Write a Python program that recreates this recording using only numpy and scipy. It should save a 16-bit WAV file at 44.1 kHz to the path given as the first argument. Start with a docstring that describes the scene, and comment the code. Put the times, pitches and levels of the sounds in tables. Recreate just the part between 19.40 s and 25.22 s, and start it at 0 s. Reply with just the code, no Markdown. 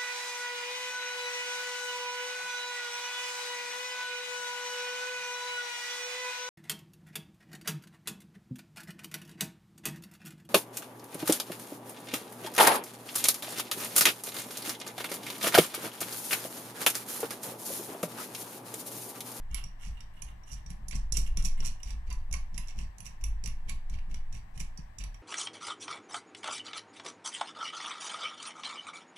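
"""Bright steel knocks, rattles and whirrs on the right over a low rumble, in a small room with a faint hum:
a nut is flicked down the threaded bar of a puller that stands on an engine case in a workshop.
Contact forces made of tiny impacts excite resonances of nut, sleeve and bar; sliding thread whirrs.
Pushes of the hand shake bench and case as low resonances of noise; decaying noise makes the room's echo."""
import sys
import numpy as np
from scipy import signal
from scipy.fft import rfft, irfft, next_fast_len
from scipy.io import wavfile
from scipy.ndimage import uniform_filter1d

SR = 44100
rng = np.random.default_rng(int(sys.argv[2]) if len(sys.argv) > 2 else 0)


def transcribe(u):
    """Save the signal u as a 16-bit wav file named by the first command-line argument.

    u: samples, shape (n,) or (channels, n), limited to [-1, 1]; the rate is SR.
    q: integer samples, one column per channel.
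    """
    v = np.clip(np.atleast_2d(u).T, -1, 1)
    q = np.round(v * 32767).astype(np.int16)
    wavfile.write(sys.argv[1], SR, q)


N = 256662
TIME = np.arange(N) / SR


def knocks(rise_s=0.00044, settle_s=0.0021, level_db=2):
    """Impact excitation: the nut meets a thread flank and settles in milliseconds of micro-bounces."""
    # knocks of the nut; the angle of the contact decides what rings; levels before the trims below
    # columns: start_s, click_db, then relative to the click: sleeve_db, bar_db, ping_db (of the nut)
    knock_table = [(0.1118, -50.5, -15, -19, -9), (0.1445, -29.5, -8, -18, 2),
                   (0.239, -41.5, -8, 1.5, -8.5), (0.6055, -47.5, -1.5, -2.5, -13),
                   (0.82, -37, -8, -8.5, 0.5), (1.034, -62.5, -1, 4, -17), (1.262, -51.5, -5, 5, -14),
                   (1.3024, -43, -6.5, -26, -2.5), (1.483, -36.5, -27, -12, -2),
                   (1.5093, -38, -4.5, -7, -8), (1.7223, -24, -37, -5.5, -4), (1.8731, -45.5, -3, -24, -4),
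                   (1.9714, -30, -12, -4.5, -8), (2.024, -36, -22, -10, -11), (2.049, -32, -19, 1.5, -6),
                   (2.203, -41.5, -1.5, 0.5, -17), (2.4308, -40.5, -5.5, -2, -9),
                   (2.505, -43, -6, -4, -10.5), (2.7015, -41, -15, -23, -16), (2.7255, -39, -32, -15, -9),
                   (2.911, -45.5, -8, -8, -9), (2.926, -29.5, -17, -20, -11), (2.938, -32, -2, -5.5, -7),
                   (3.1428, -52.5, -3, 3, -23), (3.1775, -32, -6, -26, -4.5), (3.272, -48.5, -23, -7, -11),
                   (3.2832, -45.5, -12, 0, -23), (3.3876, -43.5, 3, -5, -10), (3.5826, -43, -18, -21, -18),
                   (3.6032, -40.5, -7, -15, -1.5), (3.8387, -32.5, -6.5, -6.5, -3),
                   (4.0379, -35.5, -12.5, -6.5, -11), (4.0586, -32.5, -9, -7.5, -13),
                   (4.0744, -40, -2, -11, -3), (4.2944, -32.5, -6.5, -18, -9.5), (4.4963, -49, -6, -6, -9),
                   (4.7426, -44, -0.5, -5.5, -9), (4.9254, -48.5, -7, -2.5, -21),
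                   (5.176, -44.5, -2.5, -8, -6), (5.2014, -38, -3, -12, -5), (5.3745, -44, -19, -0.5, -15),
                   (5.5844, -37.5, -14.5, -7, -11), (5.6372, -42, -3, -7, -4.5),
                   (5.743, -56, 2.5, 3.5, -14)]
    sleeve_trim_db, bar_trim_db, ping_trim_db, crack_db = 2, 1, 2, -34
    out, t = np.zeros(N), TIME[:SR // 8]
    pressure = (1 - np.exp(-t / rise_s)) * np.exp(-t / settle_s)
    for start_s, click_db, sleeve_db, bar_db, ping_db in knock_table:
        force = grains(len(t), per_s=12000, spread_db=3) * pressure
        shares_db = np.array([0, sleeve_db + sleeve_trim_db, bar_db + bar_trim_db,
                              ping_db + ping_trim_db, crack_db])
        add(out, start_s, steel(force, click_db + shares_db, seconds=0.00037))
    return from_db(level_db) * out


def rattles(bar_db=-4, ping_db=-9, crack_db=-27, level_db=4):
    """Stick-slip chatter: under the finger the nut slips every few milliseconds in a swelling, fading run."""
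    # chatter on the thread; levels before level_db, half length as the deviation of a bell curve
    # columns: centre_s, half_length_s, click_db, sleeve_db (relative to the click)
    rattle_table = [(0.457, 0.027, -54.5, -3), (1.085, 0.012, -61.5, -14), (1.129, 0.011, -49, -11),
                    (1.307, .007, -59, -7), (1.527, .004, -53.5, 7), (1.557, 0.0057, -45, -10),
                    (1.772, .004, -30, -14.5), (2.056, 0.0086, -36.5, -10), (2.265, 0.013, -40, -8.5),
                    (2.484, 0.031, -57.5, 1.5), (2.675, 0.007, -68.5, 6.5), (2.711, 0.0094, -58.5, 10),
                    (2.933, .003, -52.5, 1.5), (3.173, 0.021, -61, 2), (3.296, 0.0089, -57, -0.5),
                    (3.402, 0.027, -58, 0), (3.663, 0.0088, -48, -3.5), (3.815, 0.0058, -63.5, 0),
                    (4.295, 0.0098, -55, 4), (4.541, 0.013, -61, 5.5), (4.588, 0.0031, -67.5, 12.5),
                    (4.713, 0.009, -62, 3), (4.956, 0.019, -57.5, 2), (5.16, 0.012, -66.5, 1),
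                    (5.207, 0.007, -47.5, -6), (5.395, 0.0058, -73, 8.5), (5.61, .008, -56.5, 6.5)]
    out, t = np.zeros(N), TIME[:SR // 4]
    middle = t[-1] / 2
    for centre_s, half_s, click_db, sleeve_db in rattle_table:
        slips = np.cumsum(rng.uniform(.002, .009, 128)) - .01
        since_slip = t - slips[np.searchsorted(slips, t) - 1]
        swell = np.exp(-((t - middle) / half_s) ** 2 / 2)
        pressure = (.15 + np.exp(-since_slip / .0015)) * swell
        force = grains(len(t), per_s=5000, spread_db=0.0) * pressure
        shares_db = np.array([0, sleeve_db, bar_db, ping_db, crack_db])
        add(out, centre_s - middle, steel(force, click_db + shares_db, seconds=0.0069))
    return from_db(level_db) * out


def steel(force, levels_db, seconds, contact_hz=12400):
    """Modal excitation: one contact rings each group of modes to its own level; the grip detunes them."""
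    # resonances of the steel parts before detuning; columns: pitch_hz, width_hz, level_db (within its group)
    click_modes = [(5240, 1220, -6.5), (6107, 263, 1.5), (6430, 104, 1.5), (7126, 470, -3.5),
                   (7850, 310, -1.5), (9400, 2900, -7.5), (10020, 250, -4), (11760, 93, -8.5)]
    # the sleeve; columns: pitch_hz, width_hz, level_db
    sleeve_modes = [(384, 250, -23.5), (750, 193, -14.5), (1080, 130, -11.5), (2244, 253, 0.5),
                    (2686, 330, 1), (2988, 350, -1.5), (4200, 680, -13.5), (4658, 37, 2.5)]
    # the threaded bar; columns: pitch_hz, width_hz, level_db
    bar_modes = [(4670, 26, -14.5), (5230, 140, -27), (5615, 182, -3), (5774, 95, 3.5), (5808, 118, -3)]
    # the ping of the nut; columns: pitch_hz, width_hz, level_db
    ping_modes = [(10810, 370, 0), (11180, 180, -4.5)]
    # the faint crack on top; columns: pitch_hz, width_hz, level_db
    crack_modes = [(12600, 700, 16), (14600, 530, -3)]
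    groups = (click_modes, sleeve_modes, bar_modes, ping_modes, crack_modes)
    force = signal.sosfilt(signal.butter(6, contact_hz, fs=SR, output="sos"), force)
    detune = np.array([rng.uniform(.996, 1.004), 1, 1])   # pitch only
    parts = [resonate(force, detune * modes) for modes in groups]
    parts[-1] = signal.sosfilt(signal.butter(4, 12500, "high", fs=SR, output="sos"), parts[-1])
    # each level is the peak of a running rms
    return sum(from_db(db) * part / envelope(part, seconds).max() for part, db in zip(parts, levels_db))


def whirr(wobble_hz=45, glint_db=5):
    """Sliding friction: thread grit excites the free nut's modes, each flaring separately as it wobbles."""
    # free runs of the nut, bell-shaped in time; columns: centre_s, half_length_s, level_db
    run_table = [(0.174, 0.03, -47.5), (0.421, 0.015, -49.5), (0.56, 0.044, -61.5), (0.779, 0.027, -58),
                 (0.893, 0.019, -56), (1.094, 0.019, -56), (1.179, 0.011, -60), (1.766, 0.016, -46.5),
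                 (1.869, 0.0066, -50.5), (1.997, 0.014, -46.5), (2.187, 0.0086, -48.5),
                 (2.23, 0.0055, -45.5), (2.405, 0.003, -58), (3.23, 0.009, -56)]
    # resonances of the free nut on its thread; columns: pitch_hz, width_hz, level_db
    thread_modes = [(1285, 440, -11), (2240, 220, -1.5), (2813, 120, 7), (3040, 130, -11),
                    (5600, 160, -5.5), (6140, 120, -16), (6600, 320, -24), (8000, 1400, -12.5),
                    (9730, 130, -9), (11300, 210, -9)]
    speed = sum(from_db(db) * np.exp(-((TIME - s) / half) ** 2 / 2) for s, half, db in run_table)
    grit = grains(N, per_s=800, spread_db=5)
    friction = 0
    for points in rng.standard_normal((len(thread_modes), SR // 20)):
        pass_index = 0 if np.isscalar(friction) else pass_index + 1
        wobble = np.interp(TIME * wobble_hz, np.arange(len(points)), points)
        friction = friction + resonate(grit * from_db(glint_db * wobble), [thread_modes[pass_index]])
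    friction = signal.sosfilt(signal.butter(8, 12000, fs=SR, output="sos"), friction)
    return speed * friction / envelope(friction, 0.72)


def clanks():
    """Structure-borne impulse: a firmer flick passes down the puller and sets the engine case ringing."""
    # firmer flicks; columns: start_s, peak_db
    clank_table = [(1.768, -67), (2.708, -45), (2.938, -57), (3.178, -50.5), (4.06, -72)]
    # ringing of the engine case; columns: pitch_hz, width_hz, level_db
    ring_modes = [(750, 140, -12.5), (1004, 36, 7), (1200, 52, -1)]
    out, blow = np.zeros(N), resonate(signal.unit_impulse(SR // 4), ring_modes)
    for start_s, peak_db in clank_table:
        add(out, start_s, from_db(peak_db) * blow / np.abs(blow).max())
    return out


def thumps(hz=410, width_hz=210, decay_s=0.0068):
    """Damped resonance: a short, woolly burst of contact noise passes twice through one broad, low mode."""
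    # a finger hits the nut squarely and the whole puller thumps on the case; columns: start_s, peak_db
    thump_table = [(1.723, -56), (1.771, -51), (1.972, -53), (2.205, -56.5), (2.69, -59), (4.039, -55)]
    out, t = np.zeros(N), TIME[:SR // 8]
    mode = [(hz, width_hz, 0)]
    for start_s, peak_db in thump_table:
        burst = rng.standard_normal(len(t)) * np.exp(-t / decay_s)
        thump = resonate(resonate(burst, mode), mode)
        add(out, start_s, from_db(peak_db) * thump / np.abs(thump).max())
    return out


def thuds(base_hz=172, width_hz=52, level_db=-1):
    """Soft impact: flesh rounds the attack and the case swings a few times, its pitch shifting with the grip."""
    # a fingertip lands on the bar and the case gives one round thud
    # columns: start_s, peak_db (before level_db)
    thud_table = [(0.117, -48), (0.468, -44.5), (1.306, -39), (1.548, -36.5), (1.781, -36), (1.974, -37.5),
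                  (2.053, -38), (2.958, -43.5), (3.144, -42.5), (3.189, -44), (4.075, -39), (5.206, -36.5),
                  (5.388, -39)]
    out = np.zeros(N)
    for start_s, peak_db in thud_table:
        mode = [(base_hz * rng.uniform(0.939, 0.98), width_hz, 0)]
        swing = resonate(resonate(signal.unit_impulse(SR // 8), mode), mode)
        add(out, start_s, from_db(peak_db + level_db) * swing / np.abs(swing).max())
    return out


def handling(thud_side_db=-15, bench_lag_s=0.0081, right_lag_s=.0009):
    """Forced vibration: the hand rocks the bench and thuds on the case, heard first on the left."""
    # pushes of the hand; columns: start_s, hold_s, bench_rumble_db, case_thud_db
    push_table = [(0.006, 0.024, -48, -60), (0.111, 0.041, -35, -54), (0.232, 0.01, -54, -49.5),
                  (0.463, 0.021, -33.5, -52.5), (0.604, 0.019, -47, -58.5), (0.826, 0.01, -39.5, -54.5),
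                  (0.925, 0.0082, -48, -58), (1.119, 0.034, -39.5, -52), (1.263, 0.073, -43, -52.5),
                  (1.394, 0.16, -43.5, -55), (1.544, 0.018, -29, -44), (1.618, 0.03, -35.5, -64),
                  (1.724, 0.098, -29.5, -46.5), (1.92, 0.032, -30.5, -58), (1.984, 0.08, -34.5, -48),
                  (2.198, 0.088, -39.5, -48), (2.457, 0.11, -35, -55), (2.684, 0.064, -33, -54),
                  (2.902, 0.045, -33, -50), (3.137, 0.057, -38.5, -51.5), (3.369, 0.057, -36, -48.5),
                  (3.598, 0.095, -48, -55.5), (3.825, 0.097, -31.5, -56), (4.044, 0.041, -35.5, -47),
                  (4.268, 0.065, -37.5, -49), (4.505, 0.054, -35.5, -52), (4.686, 0.061, -39.5, -51.5),
                  (4.928, 0.032, -40.5, -49.5), (5.165, 0.059, -39.5, -52.5), (5.391, 0.012, -42, -51.5),
                  (5.597, 0.081, -37, -54)]
    # slow rocking of the whole bench; columns: time_s, level_db
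    rock_curve = [(0.0, -35.5), (0.11, -38), (1.15, -51), (1.93, -26), (2.24, -25.5), (2.48, -48.5),
                  (2.72, -33), (3.47, -38), (3.55, -63.5), (3.86, -35), (4.9, -32), (5.07, -49.5),
                  (5.22, -34.5), (5.82, -69)]
    # resonances of that rocking; columns: pitch_hz, width_hz, level_db
    rock_modes = [(15.93, 1.28, 4.5), (28.7, 5.9, -18)]
    # resonances of the bench; columns: pitch_hz, width_hz, level_db
    bench_modes = [(32.5, 12, -10.5), (46.8, 6.3, -1.5), (55.7, 20.2, -14.5)]
    # dull resonances of the engine case; columns: pitch_hz, width_hz, level_db
    case_modes = [(93, 32, -2), (130.5, 32.2, 3), (172.2, 24.6, 0.5), (200.3, 23.8, -2.5), (343, 74, -18),
                  (426, 100, -19), (685, 280, -21)]
    start_s, hold_s, bench_db, thud_db = np.transpose(push_table)
    # the light case answers a push at once; the heavy bench follows it and swings on longer
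    bench_db = pushed(start_s + bench_lag_s, hold_s, bench_db,
                      rise_db_per_s=777, fall_db_per_s=127, rest_db=-58.5)
    thud_db = pushed(start_s, hold_s, thud_db, rise_db_per_s=604, fall_db_per_s=194, rest_db=-72)
    rock_db = np.interp(TIME, *np.transpose(rock_curve))
    rock = rumble(rock_modes, rock_db, even_s=0.11, top_hz=22.6)
    bench = rumble(bench_modes, bench_db, even_s=0.041, top_hz=80)
    thud = rumble(case_modes, thud_db, even_s=0.065, top_hz=875)
    scattered = rumble(case_modes, thud_db + thud_side_db, even_s=0.065, top_hz=875)
    common = rock + bench + thud + thuds()
    # opposite signs of the scattered part widen the sound
    return np.array([common + scattered, late(common - scattered, right_lag_s)])


def pushed(starts, holds, levels_db, rise_db_per_s, fall_db_per_s, rest_db):
    """Power summation: pushes rise to their start, hold and die away over the tremor of the resting hand."""
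    power = from_db(rest_db) ** 2
    for start, hold, db in zip(starts, holds, levels_db):
        before = np.maximum(start - TIME, 0)
        after = np.maximum(TIME - start - hold, 0)
        power = power + from_db(db - rise_db_per_s * before - fall_db_per_s * after) ** 2
    return 10 * np.log10(power)


def rumble(modes, level_db, even_s, top_hz):
    """Random excitation: noise stirs heavy, dull modes, evened out and then as loud as the hand pushes."""
    body = resonate(rng.standard_normal(N + SR), modes)
    body = signal.sosfilt(signal.butter(2, top_hz, fs=SR, output="sos"), body)
    strength = envelope(np.abs(signal.hilbert(body)), even_s) / np.sqrt(2)
    steady = (body / strength)[SR // 2:SR // 2 + N]   # leaves out both ends
    return from_db(level_db) * steady


def room(x, turn_hz=0.6964):
    """Changing paths: the moving hand passes the sound in turn through three echoes of constant total power."""
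    angles = 2 * np.pi * turn_hz * TIME + np.pi / 3 * np.arange(3)[:, None]
    shares = np.sqrt(2 / 3) * np.cos(angles)
    return sum(echo(x * share) for share in shares)


def echo(x, first_s=0.0009, split_hz=4500, t60_s=0.31, treble_t60_s=0.22, level_db=-5):
    """Diffuse reverberation: it builds up after the nearest surfaces answer; the treble dies sooner."""
    t, noise = TIME[:SR * 2 // 3], rng.standard_normal(SR * 2 // 3)
    low = signal.sosfiltfilt(signal.butter(2, split_hz, fs=SR, output="sos"), noise)
    tail = low * from_db(-60 * t / t60_s) + (noise - low) * from_db(-60 * t / treble_t60_s)
    tail = tail * (1 - np.exp(-(t / first_s) ** 2))
    tail = tail / np.sqrt(np.sum(tail ** 2))   # unit energy
    return from_db(level_db) * signal.fftconvolve(x, tail)[:N]


def workshop(shared_hz=900, air_db=-30):
    """Partly coherent noise: room air alike on both sides in the bass, mains hum, thin electric whine on the left."""
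    # spectrum of the still air on the left, before air_db; columns: frequency_hz, level_db
    left_curve = [(25, -20), (50, -13), (80, -17.5), (170, -14.5), (300, -22.5), (480, -28), (750, -14),
                  (1080, -16), (1400, -28), (1750, -17.5), (2300, -26.5), (3500, -35.5), (6000, -43.5),
                  (10000, -48), (15000, -46.5)]
    # the same on the right; columns: frequency_hz, level_db
    right_curve = [(25, -12), (50, -9), (80, -19.5), (170, -15), (300, -25), (480, -30.5), (750, -21),
                   (1080, -28), (1400, -31.5), (1750, -25.5), (2300, -36.5), (3500, -39), (6000, -44),
                   (10000, -46), (15000, -49)]
    hum_hz, hum_db, whine_hz, whine_db = 101.5, -62, 7700, -83.5   # rms levels
    low_pass = signal.butter(1, shared_hz, fs=SR, output="sos")
    high_pass = signal.butter(1, shared_hz, "high", fs=SR, output="sos")
    shared = signal.sosfilt(low_pass, rng.standard_normal(N))
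    air = shared + signal.sosfilt(high_pass, rng.standard_normal((2, N)))
    hum = from_db(hum_db) * np.sqrt(2) * np.sin(2 * np.pi * hum_hz * TIME)
    whine = from_db(whine_db) * np.sqrt(2) * np.sin(2 * np.pi * whine_hz * TIME)
    left = from_db(air_db) * colour(air[0], left_curve) + whine
    right = from_db(air_db) * colour(air[1], right_curve)
    return np.array([left, right]) + hum


def from_db(db):
    """Logarithmic level: decibels to amplitude gain."""
    return 10 ** (np.asarray(db) / 20)


def envelope(x, seconds):
    """Short-time power: running rms."""
    return np.sqrt(np.abs(uniform_filter1d(x * x, max(int(seconds * SR), 1))) + 1e-20)


def colour(x, points):
    """Spectral shaping: filter by a curve of (frequency_hz, level_db), joined along log frequency."""
    hz, db = np.transpose(points)
    size = next_fast_len(N + 4096)
    bins = np.maximum(np.arange(size // 2 + 1) * SR / size, 1)
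    gain = from_db(np.interp(np.log(bins), np.log(hz), db))
    return irfft(rfft(x, size) * gain, size)[..., :N]


def resonate(force, modes):
    """Modal synthesis: parallel damped resonances of alternating sign."""
    out = 0
    for k, (hz, width, db) in enumerate(modes):
        r = np.exp(-np.pi * width / SR)
        poles = [1, -2 * r * np.cos(2 * np.pi * hz / SR), r * r]
        gain = (-1) ** k * from_db(db) * (1 - r * r) / 2
        out = out + gain * signal.lfilter([1, 0, -1], poles, force + 1e-18)
    return out


def grains(size, per_s, spread_db):
    """Random pulse train: tiny impacts of either sign at random moments, their strengths spread in dB."""
    hits = rng.random(size) < per_s / SR
    return hits * rng.choice([-1, 1], size) * from_db(spread_db * rng.standard_normal(size))


def add(track, start, sound):
    """Superposition: mix a sound in at a given time."""
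    at = max(round(start * SR), 0)
    track[at:at + len(sound)] += sound[:N - at]


def late(x, seconds):
    """Propagation delay: the same sound a little later."""
    return np.interp(TIME - seconds, TIME, x)


def scene(left_lag_s=.000567):
    """Interaural cues: bright steel mostly on the right, rumble near the middle, the room all round."""
    # the tool stands to the right: its direct sound on the left; columns: frequency_hz, level_db
    shadow_curve = [(500, 7), (1100, -3), (2300, -9.5), (3200, -38), (3950, -0.5), (4700, -15.5),
                    (5700, -28), (6400, -25), (8000, -29), (11000, -31), (15000, -20)]
    # colour of the room's echo on the left; columns: frequency_hz, level_db
    echo_left_curve = [(500, 3.5), (1100, 8), (2300, -3.5), (3900, -6), (5700, -18), (8000, -22),
                       (11000, -30), (15000, -15.5)]
    # colour of the room's echo on the right; columns: frequency_hz, level_db
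    echo_right_curve = [(500, -5.5), (1100, 11), (2300, 0.5), (3900, 4), (5700, 0), (8000, 0.5),
                        (11000, 0.5), (15000, -3)]
    tool = knocks() + rattles() + whirr() + clanks() + thumps()
    air_left, air_right = workshop()
    left = colour(tool, shadow_curve) + colour(room(tool), echo_left_curve) + air_left
    right = tool + colour(room(tool), echo_right_curve) + air_right
    return np.array([late(left, left_lag_s), right]) + handling()


def record(dry, cutoff_hz=15500):
    """Band limiting: a steep low-pass cuts the top."""
    return signal.sosfilt(signal.ellip(10, .1, 90, cutoff_hz, fs=SR, output="sos"), dry)


dry = scene()
out = record(dry)
transcribe(out)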